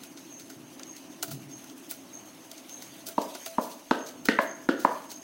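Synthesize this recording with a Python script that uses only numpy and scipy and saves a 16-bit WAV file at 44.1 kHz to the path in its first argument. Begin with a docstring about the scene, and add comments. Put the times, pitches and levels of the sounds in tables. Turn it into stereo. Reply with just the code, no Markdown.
"""Thick batter slides from a plastic bowl into a steel pot, with sticky smacks as it tears free and
soft plops as lumps land. Then a wooden spoon scrapes the bowl and knocks on it; the pot rings along
and the hard kitchen walls echo. A low drone fills the room, and outside a near and a far cricket
chirp by rubbing their wings. A phone's two microphones hear it all."""
import sys
import numpy as np
from scipy import signal
from scipy.fft import rfft, irfft, next_fast_len
from scipy.io import wavfile
from scipy.ndimage import uniform_filter1d, map_coordinates

SR = 44100
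rng = np.random.default_rng(int(sys.argv[2]) if len(sys.argv) > 2 else 0)


def store_wav(level_fs):
    """Save 16-bit WAV to argv[1]."""
    pcm = np.round(np.clip(np.atleast_2d(level_fs), -1, 1) * 32767)
    wavfile.write(sys.argv[1], SR, pcm.T.astype(np.int16))


N = 230917

# How alike left and right sound (1 = the same): pitch_hz, likeness
LIKENESS = [(60, 0.93), (180, 0.98), (550, 0.61), (1650, -0.16), (4970, -0.000053), (15000, -0.052)]
SNAP_RISE_S = 0.0034


def batter_smacks():
    """Batter tears free in quick smacks; slow peels and spoon wipes make softer swishes."""
    # Smacks: start_s, spit_db, hiss_db, body_db, puff_over_snap_db, left_over_right_db
    smacks = [(0.0348, -42.5, -44.5, -47.5, -6, 5), (0.174, -42.5, -59, -49.5, -7, 6.5),
              (0.397, -44.5, -48, -50, -3, 4), (0.5003, -51, -53, -43, 2.5, 7.5),
              (0.795, -40.5, -54, -41, -18, 9), (0.832, -37, -58, -68, -20, 10.5),
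              (0.9648, -45.5, -51, -66, -3.5, 6), (1.2262, -25, -30, -41.5, -20, 9.5),
              (1.2302, -29, -21, -33.5, -15, -5), (1.28, -51, -53, -43.5, 2.5, 0),
              (1.3126, -45, -43, -42, 4.5, 1), (1.6417, -50, -47, -47, -11, 7),
              (1.6974, -49, -56, -55, -7, 8), (1.779, -46, -47, -65, -14, 2),
              (1.9103, -35, -30.5, -38.5, -21, 9), (2.514, -35, -41.5, -53, -19, 10),
              (2.579, -52.5, -67, -51, 2, 12), (2.6935, -40.5, -44, -50, -11, -2),
              (2.822, -49, -49.5, -48, 4.5, 0), (3.0673, -41.5, -41, -47, 3, 4.5),
              (3.086, -34, -30, -42, -23, -2), (3.216, -41, -43, -44, -1.5, 0),
              (3.3506, -39.5, -46, -37, -18, 4), (3.461, -34, -32.5, -34, -6.5, 0.5),
              (4.087, -38.5, -59, -44, -17, 5), (4.2547, -28, -33, -36, -11.5, 8),
              (5.1159, -41.5, -43, -44.5, -6, -2)]
    # Wipes and peels: start_s, spit_db, hiss_db, fade_s (the time to fall by 60 dB)
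    wipes = [(1.883, -42, -38, 0.21), (3.33, -41, -58, 0.086), (3.6, -44.5, -42, 0.46),
             (3.699, -44.5, -49, .12), (4.047, -43, -45.5, 0.23), (4.399, -45.5, -41, 0.22),
             (4.78, -42.5, -44, 0.49), (4.898, -54.5, -52.5, 0.75), (5.085, -40, -47, 0.11)]
    # Tone of a smack's bright spit, high hiss and wet body: pitch_hz, level_db
    spit_tone = [(1180, -50), (2000, -12), (4690, -1.5), (5060, -3.5), (5750, -3), (6210, 0), (7500, -7.5),
                 (9750, -14), (16500, -120)]
    hiss_tone = [(4410, -39), (7500, -2), (11800, 0.5), (13200, 0), (15100, 1), (16000, 10.5)]
    body_tone = [(350, 9), (550, -16.5), (690, 6), (850, -8), (1200, -8.5), (1400, 7.5), (1700, -6),
                 (3000, -9)]
    start_s, spit_db, hiss_db, body_db, puff_db, pan_db = np.transpose(smacks)
    wipe_s, wipe_spit_db, wipe_hiss_db, fade_s = np.transpose(wipes)
    when, size = rng.random((round(3 * N / SR), 2)).T  # faint random smacks, about three a second
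    ticks = tears(when * N / SR, -60 + 3 * (2 * size - 1), puff_db=-7)
    layers = [(spit_tone, spit_db, wipe_spit_db), (hiss_tone, hiss_db, wipe_hiss_db)]
    sound = np.zeros((2, N))
    for tone, level_db, wipe_db in layers:
        tearing = np.array([tears(start_s, level_db + side * pan_db / 2, puff_db) for side in (1, -1)])
        wiping = swells(wipe_s, wipe_db, rise_s=0.02, fade_s=fade_s)
        sound += (tearing + wiping + ticks) * noise(tone, crackle_db=2.5, crackle_hz=800)
    body = swells(start_s - SNAP_RISE_S / 2, body_db, SNAP_RISE_S, fade_s=0.076) * noise(body_tone)
    return sound + body


def tears(start_s, level_db, puff_db):
    """The loudness of tearing batter: a quick snap and a slower puff that peak together."""
    puff_rise_s = 0.014
    peak_s = start_s + SNAP_RISE_S / 2
    snap = swells(peak_s - SNAP_RISE_S, level_db, SNAP_RISE_S, fade_s=0.013)
    puff = swells(peak_s - puff_rise_s, level_db + puff_db, puff_rise_s, fade_s=0.17)
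    return snap + puff


def batter_plops():
    """Lumps land in the pot with a low, hollow sound."""
    # Landings: start_s, level_db, fade_s
    plops = [(0.561, -49.5, 0.61), (1.275, -44, 0.32), (1.31, -39, 0.65), (2.86, -53, 0.21)]
    # Tone of a plop: pitch_hz, level_db
    hollow_tone = [(70, -30), (110, -12), (135, 8.5), (160, -5), (195, -1), (280, -9.5), (380, -13.5),
                   (600, -37)]
    start_s, level_db, fade_s = np.transpose(plops)
    return swells(start_s, level_db, rise_s=0.011, fade_s=fade_s) * noise(hollow_tone)


def batter_slide():
    """Batter fizzes and rasps as it slides and is then dragged by the spoon."""
    # Loudness of the sliding: time_s, level_db
    slide = [(0, -53.5), (.5, -56.5), (2.3, -55.5), (2.68, -52), (3.1, -55), (3.3, -46.5), (3.55, -52),
             (3.75, -55.5), (4.3, -58), (4.85, -56), (5.24, -56)]
    # Tone of the high fizz and the lower rasp: pitch_hz, level_db
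    fizz_tone = [(3530, -66), (6000, -9.5), (6410, -4), (6980, -4), (10300, -3), (14800, -7), (16000, -3)]
    rasp_tone = [(880, -66), (1500, -1.5), (2360, 1.5), (2860, 3), (5200, -1.5), (6350, 4.5), (7000, -25),
                 (9100, -53), (15400, -120)]
    slide_db = over_time(slide) + 1.5 * wobble(40)
    fizz = amp(slide_db - 1) * sides(-2.4) * noise(fizz_tone, crackle_db=1.2, patchy_db=1.3)
    rasp = amp(slide_db + 0.4) * sides(4.8) * noise(rasp_tone, crackle_db=0.3, patchy_db=3.0)
    return fizz + rasp


def spoon_knocks():
    """Each knock cracks on the bowl, rings bowl and pot, buzzes the thin rim and shakes the worktop."""
    # Knocks: start_s, thud_db, note_db, clack_db, clack_hz, low_pitch_ratio, high_pitch_ratio,
    # ring_s, crack_db, left_over_right_db
    knocks = [(3.1804, -16, -9.5, -23, 1520, 1.02, 0.96, 0.01, -36, -3),
              (3.5831, -15, -10.5, -19, 1380, 0.97, 0.98, 0.0071, -44, -1),
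              (3.9104, -10.5, -9.5, -6.5, 1504, 1.03, 0.94, 0.01, -25, 3.5),
              (4.2864, -9, -20.5, -1, 1730, 1.01, 0.98, 0.0089, -19, -2),
              (4.3881, -17.5, -7.5, -4, 1630, 0.94, 1.045, 0.0091, -32, 2.5),
              (4.6891, -9, -21.5, -4.5, 1397, 1.14, 1.03, 0.0079, -27, -4),
              (4.8490, -16.5, -4, -9, 1415, 1.18, 1, 0.0051, -36, -0.5)]
    # Tone of the crack and the buzz: pitch_hz, level_db
    crack_tone = [(1500, -28), (2300, -4), (2800, 7), (3600, 2), (4300, 0), (6000, -7.5), (8000, -14),
                  (15000, -30)]
    t = np.arange(SR // 2) / SR
    direct, echoes = np.zeros((2, 2, N + 2 * SR))
    starts_s, thuds_db, *_, cracks_db, _ = np.transpose(knocks)
    crackle = noise(crack_tone, crackle_db=2.5, crackle_hz=400)
    buzz = swells(starts_s, cracks_db - 15, rise_s=0.0013, fade_s=0.36) * crackle
    contact = (1 - np.exp(-t / .0003)) * amp(-60 * t / .013)
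    for start_s, *blow, ring_s, crack_db, pan_db in knocks:
        i = round(start_s * SR)
        soft_landing = 1 - np.exp(-t / (0.17 * ring_s))  # batter coats the wood
        choke = 1 / (1 + (t / ring_s) ** 4)  # the spoon stays pressed on and stops the ring
        bowl = soft_landing * choke * bowl_ring(t, *blow)
        crack = amp(crack_db) * contact * crackle[0, i - len(t):i]
        direct[:, i:i + len(t)] += sides(pan_db) * (bowl + soft_landing * pot_ring(t) + crack)
        echo = kitchen_echo(bowl[:SR // 8])
        echoes[:, i:i + echo.shape[1]] += echo
    jolt_s = 0.0019  # a short push on the worktop under the phone
    jolt = swells(starts_s, thuds_db - 31, rise_s=jolt_s, fade_s=4 * jolt_s) * sides(5)
    return filtered(jolt, lambda hz: hz > 18) + through_air(direct[:, :N], echoes[:, :N] + buzz)


def bowl_ring(t, thud_db, note_db, clack_db, clack_hz, low_ratio, high_ratio):
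    """A blow's force (a thud, a note and a clack) rings the bowl; the grip bends the pitches a little."""
    # The bowl's own notes: pitch_hz, level_db, fade_s
    bowl_notes = [(257, 2, 0.032), (429, 0, 0.11), (636, 4, 0.042), (1001, 5, 0.02), (1146, -3, 0.047),
                  (1406, -5.5, 0.031), (1590, 5, 0.01), (1870, 6, 0.0093)]
    parts = [(thud_db, 242, 14.9), (note_db, 874, 58.5), (clack_db, clack_hz, 191)]
    ring = np.zeros_like(t)
    for hz, level_db, fade_s in bowl_notes:
        force = sum(amp(db - steepness * np.log2(hz / mid_hz) ** 2) for db, mid_hz, steepness in parts)
        bend = low_ratio if hz < 500 else high_ratio if hz > 800 else 1
        ring -= force * amp(level_db - 60 * t / fade_s) * np.sin(2 * np.pi * hz * bend * t)
    return ring


def pot_ring(t):
    """The steel pot rings along faintly, a little differently each time."""
    # The pot's own notes: pitch_hz, level_db, fade_s
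    pot_notes = [(545, 1.5, 0.29), (613, -41, .3), (665, -8.5, 0.63), (892, -7, 0.24)]
    ring = np.zeros_like(t)
    for hz, level_db, fade_s in pot_notes:
        loudness = amp(level_db - 37 + rng.normal(0, 2.0) - 60 * t / fade_s)
        ring += loudness * np.sin(2 * np.pi * (hz * t + rng.random()))
    return ring


def through_air(direct, spread):
    """The small bowl gives off little bass, and reaches two microphones that face different ways."""
    # How far the left wave runs ahead of the right: pitch_hz, lead_radians
    left_lead = [(100, -0.5), (700, 1.39), (1100, -1.5), (1550, -2), (2600, -1.23), (4200, -6),
                 (16000, -40)]
    # How much louder the left side is: pitch_hz, left_over_right_db
    balance = [(60, 41), (150, -2.5), (380, 0), (950, 0), (2380, 7), (5980, 1), (15000, -19)]
    opposite = np.array([[1], [-1]])
    heard = filtered(direct, lambda hz: np.exp(.5j * at_pitch(left_lead, hz) * opposite)) + spread

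    def gain(hz):
        ratio = hz / 185  # the bass drops away below about 185 Hz
        bass_cut = (amp(-13) - ratio ** 2 / (1 + 1.1j * ratio - ratio ** 2)) ** 2
        return amp(at_pitch(balance, hz) / 2 * opposite) * bass_cut
    return filtered(heard, gain)


def kitchen_echo(sound):
    """Hard walls throw back a wash of sound in which each pitch fades at its own speed."""
    # How long the echo lasts: pitch_hz, fade_s
    echo_fades = [(150, 0.86), (300, 0.47), (700, 0.57), (1400, 0.55), (2500, 0.58), (5000, 0.19),
                  (12000, .25)]
    # Tone of the echo: pitch_hz, level_db
    echo_tone = [(120, -25), (250, -4), (600, -0.5), (1000, -9), (1800, -4), (3000, -10), (8000, -30)]
    hz, t, bands = signal.stft(rng.standard_normal((2, SR)), SR, nperseg=256)
    hz = hz[:, None]
    alike, fade_s = at_pitch(LIKENESS, hz), at_pitch(echo_fades, hz)
    bands[1] = alike * bands[0] + np.sqrt(1 - alike ** 2) * bands[1]
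    fading = amp(at_pitch(echo_tone, hz) - 60 * t / fade_s) / np.sqrt(fade_s)
    tail = signal.istft(bands * fading, SR, nperseg=256)[1] / np.sqrt(SR / 14)
    delayed = np.pad(sound, (250, 0))
    return signal.fftconvolve(delayed[None], tail, axes=1)


def crickets():
    """A near cricket rubs its wings about 52 times a second; a far one chirps faster and fainter."""
    # The near cricket's chirps: start_s, level_db
    chirps = [(0.288, -45.5), (.85, -47), (1.49, -47.5), (2.112, -46), (2.69, -44.5), (3.38, -48),
              (3.97, -50), (4.46, -47), (5.099, -46.5)]
    # Tone of the wings: pitch_hz, level_db
    wing_tone = [(5900, -37), (6150, -10), (6360, 7), (6550, 4), (6800, -24)]
    strokes = .5 + .5 * np.cos(2 * np.pi * np.cumsum(52 + 4 * wobble(5)) / SR)
    near = swells(*np.transpose(chirps), rise_s=0.021, fade_s=0.33, hold_s=0.047)
    near *= unit_level(.45 + .55 * strokes ** 2)
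    far_pulse = np.cos(2 * np.pi * 6.8 * (np.arange(N) / SR - .085))
    far = amp(-60.5 + 5.1 * far_pulse + 1.5 * wobble(3))
    return (near + far) * noise(wing_tone)


def room_drone():
    """A low boom, a rumble and a soft hush fill the room; the pot hums along and at times rings."""
    # Loudness of the boom, which the rumble follows: time_s, level_db
    boom_levels = [(0, -50), (1.5, -49), (2.4, -52.5), (2.8, -55), (3.1, -51.5), (3.5, -57), (3.85, -57.5),
                   (4.2, -50), (5.24, -53)]
    # The pot's hum swells and rings briefly with the louder smacks and a knock: start_s, level_db
    pot_rings = [(1.228, -46.5), (2.51, -52.5), (3.072, -44.5), (3.46, -41.5), (4.4, -34)]
    # Tone of each layer: pitch_hz, level_db
    boom_tone = [(120, -61), (200, -8.5), (226, -26), (245, -1), (264, -1), (319, -1), (361, -9),
                 (420, -13), (550, -52), (920, -120)]
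    rumble_tone = [(15, -54), (25, -18), (54, -25), (92, -9), (124, -3.5), (172, 0), (205, -1), (220, 0.5),
                   (290, -6), (480, -120)]
    hush_tone = [(220, -6), (380, -15.5), (529, -2), (662, -3), (974, -5), (1250, -7.5), (1380, -8.5),
                 (1560, -11), (1920, -12.5), (2400, -14.5), (3120, -13), (5280, -120)]
    hum_tone = [(600, -13), (640, -20.5), (660, 5.5), (685, -18.5), (730, -56)]
    boom_db, hush_db = over_time(boom_levels), -55
    hush = amp(hush_db + .8 * wobble(6)) * noise(hush_tone, patchy_db=1.5)
    ringing = swells(*np.transpose(pot_rings), rise_s=0.0066, fade_s=0.32)
    hum = (amp(hush_db - 9.5 + 2.5 * wobble(3)) + ringing) * noise(hum_tone)
    rumble = amp(boom_db - 9.5 + 2.2 * wobble(4.99)) * noise(rumble_tone)
    boom = amp(boom_db + 1.2 * wobble(14)) * noise(boom_tone)
    return boom + rumble + hush + hum


def noise(tone, crackle_db=0., crackle_hz=300, patchy_db=0.):
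    """Stereo noise at level 1; crackle makes all of it flutter, patchy makes some bands come and go."""
    closed_tone = [(tone[0][0] * .8, -120), *tone, (tone[-1][0] * 1.2, -120)]  # silent past both ends
    bands = signal.stft(rng.standard_normal((2, N)), nperseg=512)[2]
    patches = uniform_filter1d(rng.standard_normal(bands.shape[1:]), size=5, axis=0)
    patches = unit_level(uniform_filter1d(patches, size=6, axis=1))
    pair = signal.istft(bands * amp(patchy_db * patches), nperseg=512)[1][:, :N]
    pair *= amp(crackle_db * wobble(crackle_hz))

    def gain(hz):
        width = np.arccos(at_pitch(LIKENESS, hz)) / 2
        return amp(at_pitch(closed_tone, hz)) * [np.cos(width), np.sin(width)]
    middle, side = filtered(pair, gain)
    return unit_level(np.array([middle + side, middle - side]))


def swells(start_s, level_db, rise_s, fade_s, hold_s=0.):
    """A loudness curve: from each start it rises, holds, then falls by 60 dB over fade_s."""
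    curve = np.zeros(N + 4 * SR)
    for start, db, rise, fade in np.broadcast(start_s, level_db, rise_s, fade_s):
        t = np.arange(int((rise + hold_s + fade) * SR) + 2) / SR
        rising = np.clip(t / rise, 0, 1) ** 2
        falling = amp(db - 60 * np.clip(t - rise - hold_s, 0, None) / fade)
        curve[max(round(start * SR), 0):][:len(t)] += rising * falling
    return curve[:N]


def wobble(rate_hz):
    """A smooth random curve through rate_hz points a second."""
    points = rng.standard_normal(int(N * rate_hz / SR) + 4)
    return map_coordinates(points, [np.arange(N) * rate_hz / SR])


def filtered(sound, gain):
    """Scale and shift each pitch in the sound by gain(hz)."""
    size = next_fast_len(N + SR // 2)
    return irfft(rfft(sound, size) * gain(np.fft.rfftfreq(size, 1 / SR)), size)[..., :N]


def at_pitch(table, hz):
    """Read between the rows of a (pitch_hz, value) table, on a scale of octaves."""
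    pitch_hz, values = np.transpose(table)
    return np.interp(np.log(hz + 1), np.log(pitch_hz + 1), values)


def over_time(table):
    """Read a (time_s, value) table at every sample."""
    return np.interp(np.arange(N) / SR, *np.transpose(table))


def sides(db):
    """Left and right gains, with the left louder by db."""
    return amp([[db / 2], [-db / 2]])


def amp(db):
    """Turn decibels into a gain."""
    return 10 ** (np.asarray(db) / 20)


def unit_level(sound):
    """Scale to an average (rms) level of 1."""
    return sound / np.sqrt(np.mean(sound ** 2) + 1e-20)


def scene():
    """All the sources together, in stereo."""
    return spoon_knocks() + batter_smacks() + batter_plops() + batter_slide() + crickets() + room_drone()


def record(dry):
    """The phone rounds off the highest peaks and drops the very top of the treble."""
    ceiling, top_hz = .95, 15900
    rounded = dry / (1 + np.abs(dry / ceiling) ** 6) ** (1 / 6)
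    return filtered(rounded, lambda hz: hz < top_hz)


dry = scene()
out = record(dry)
store_wav(out)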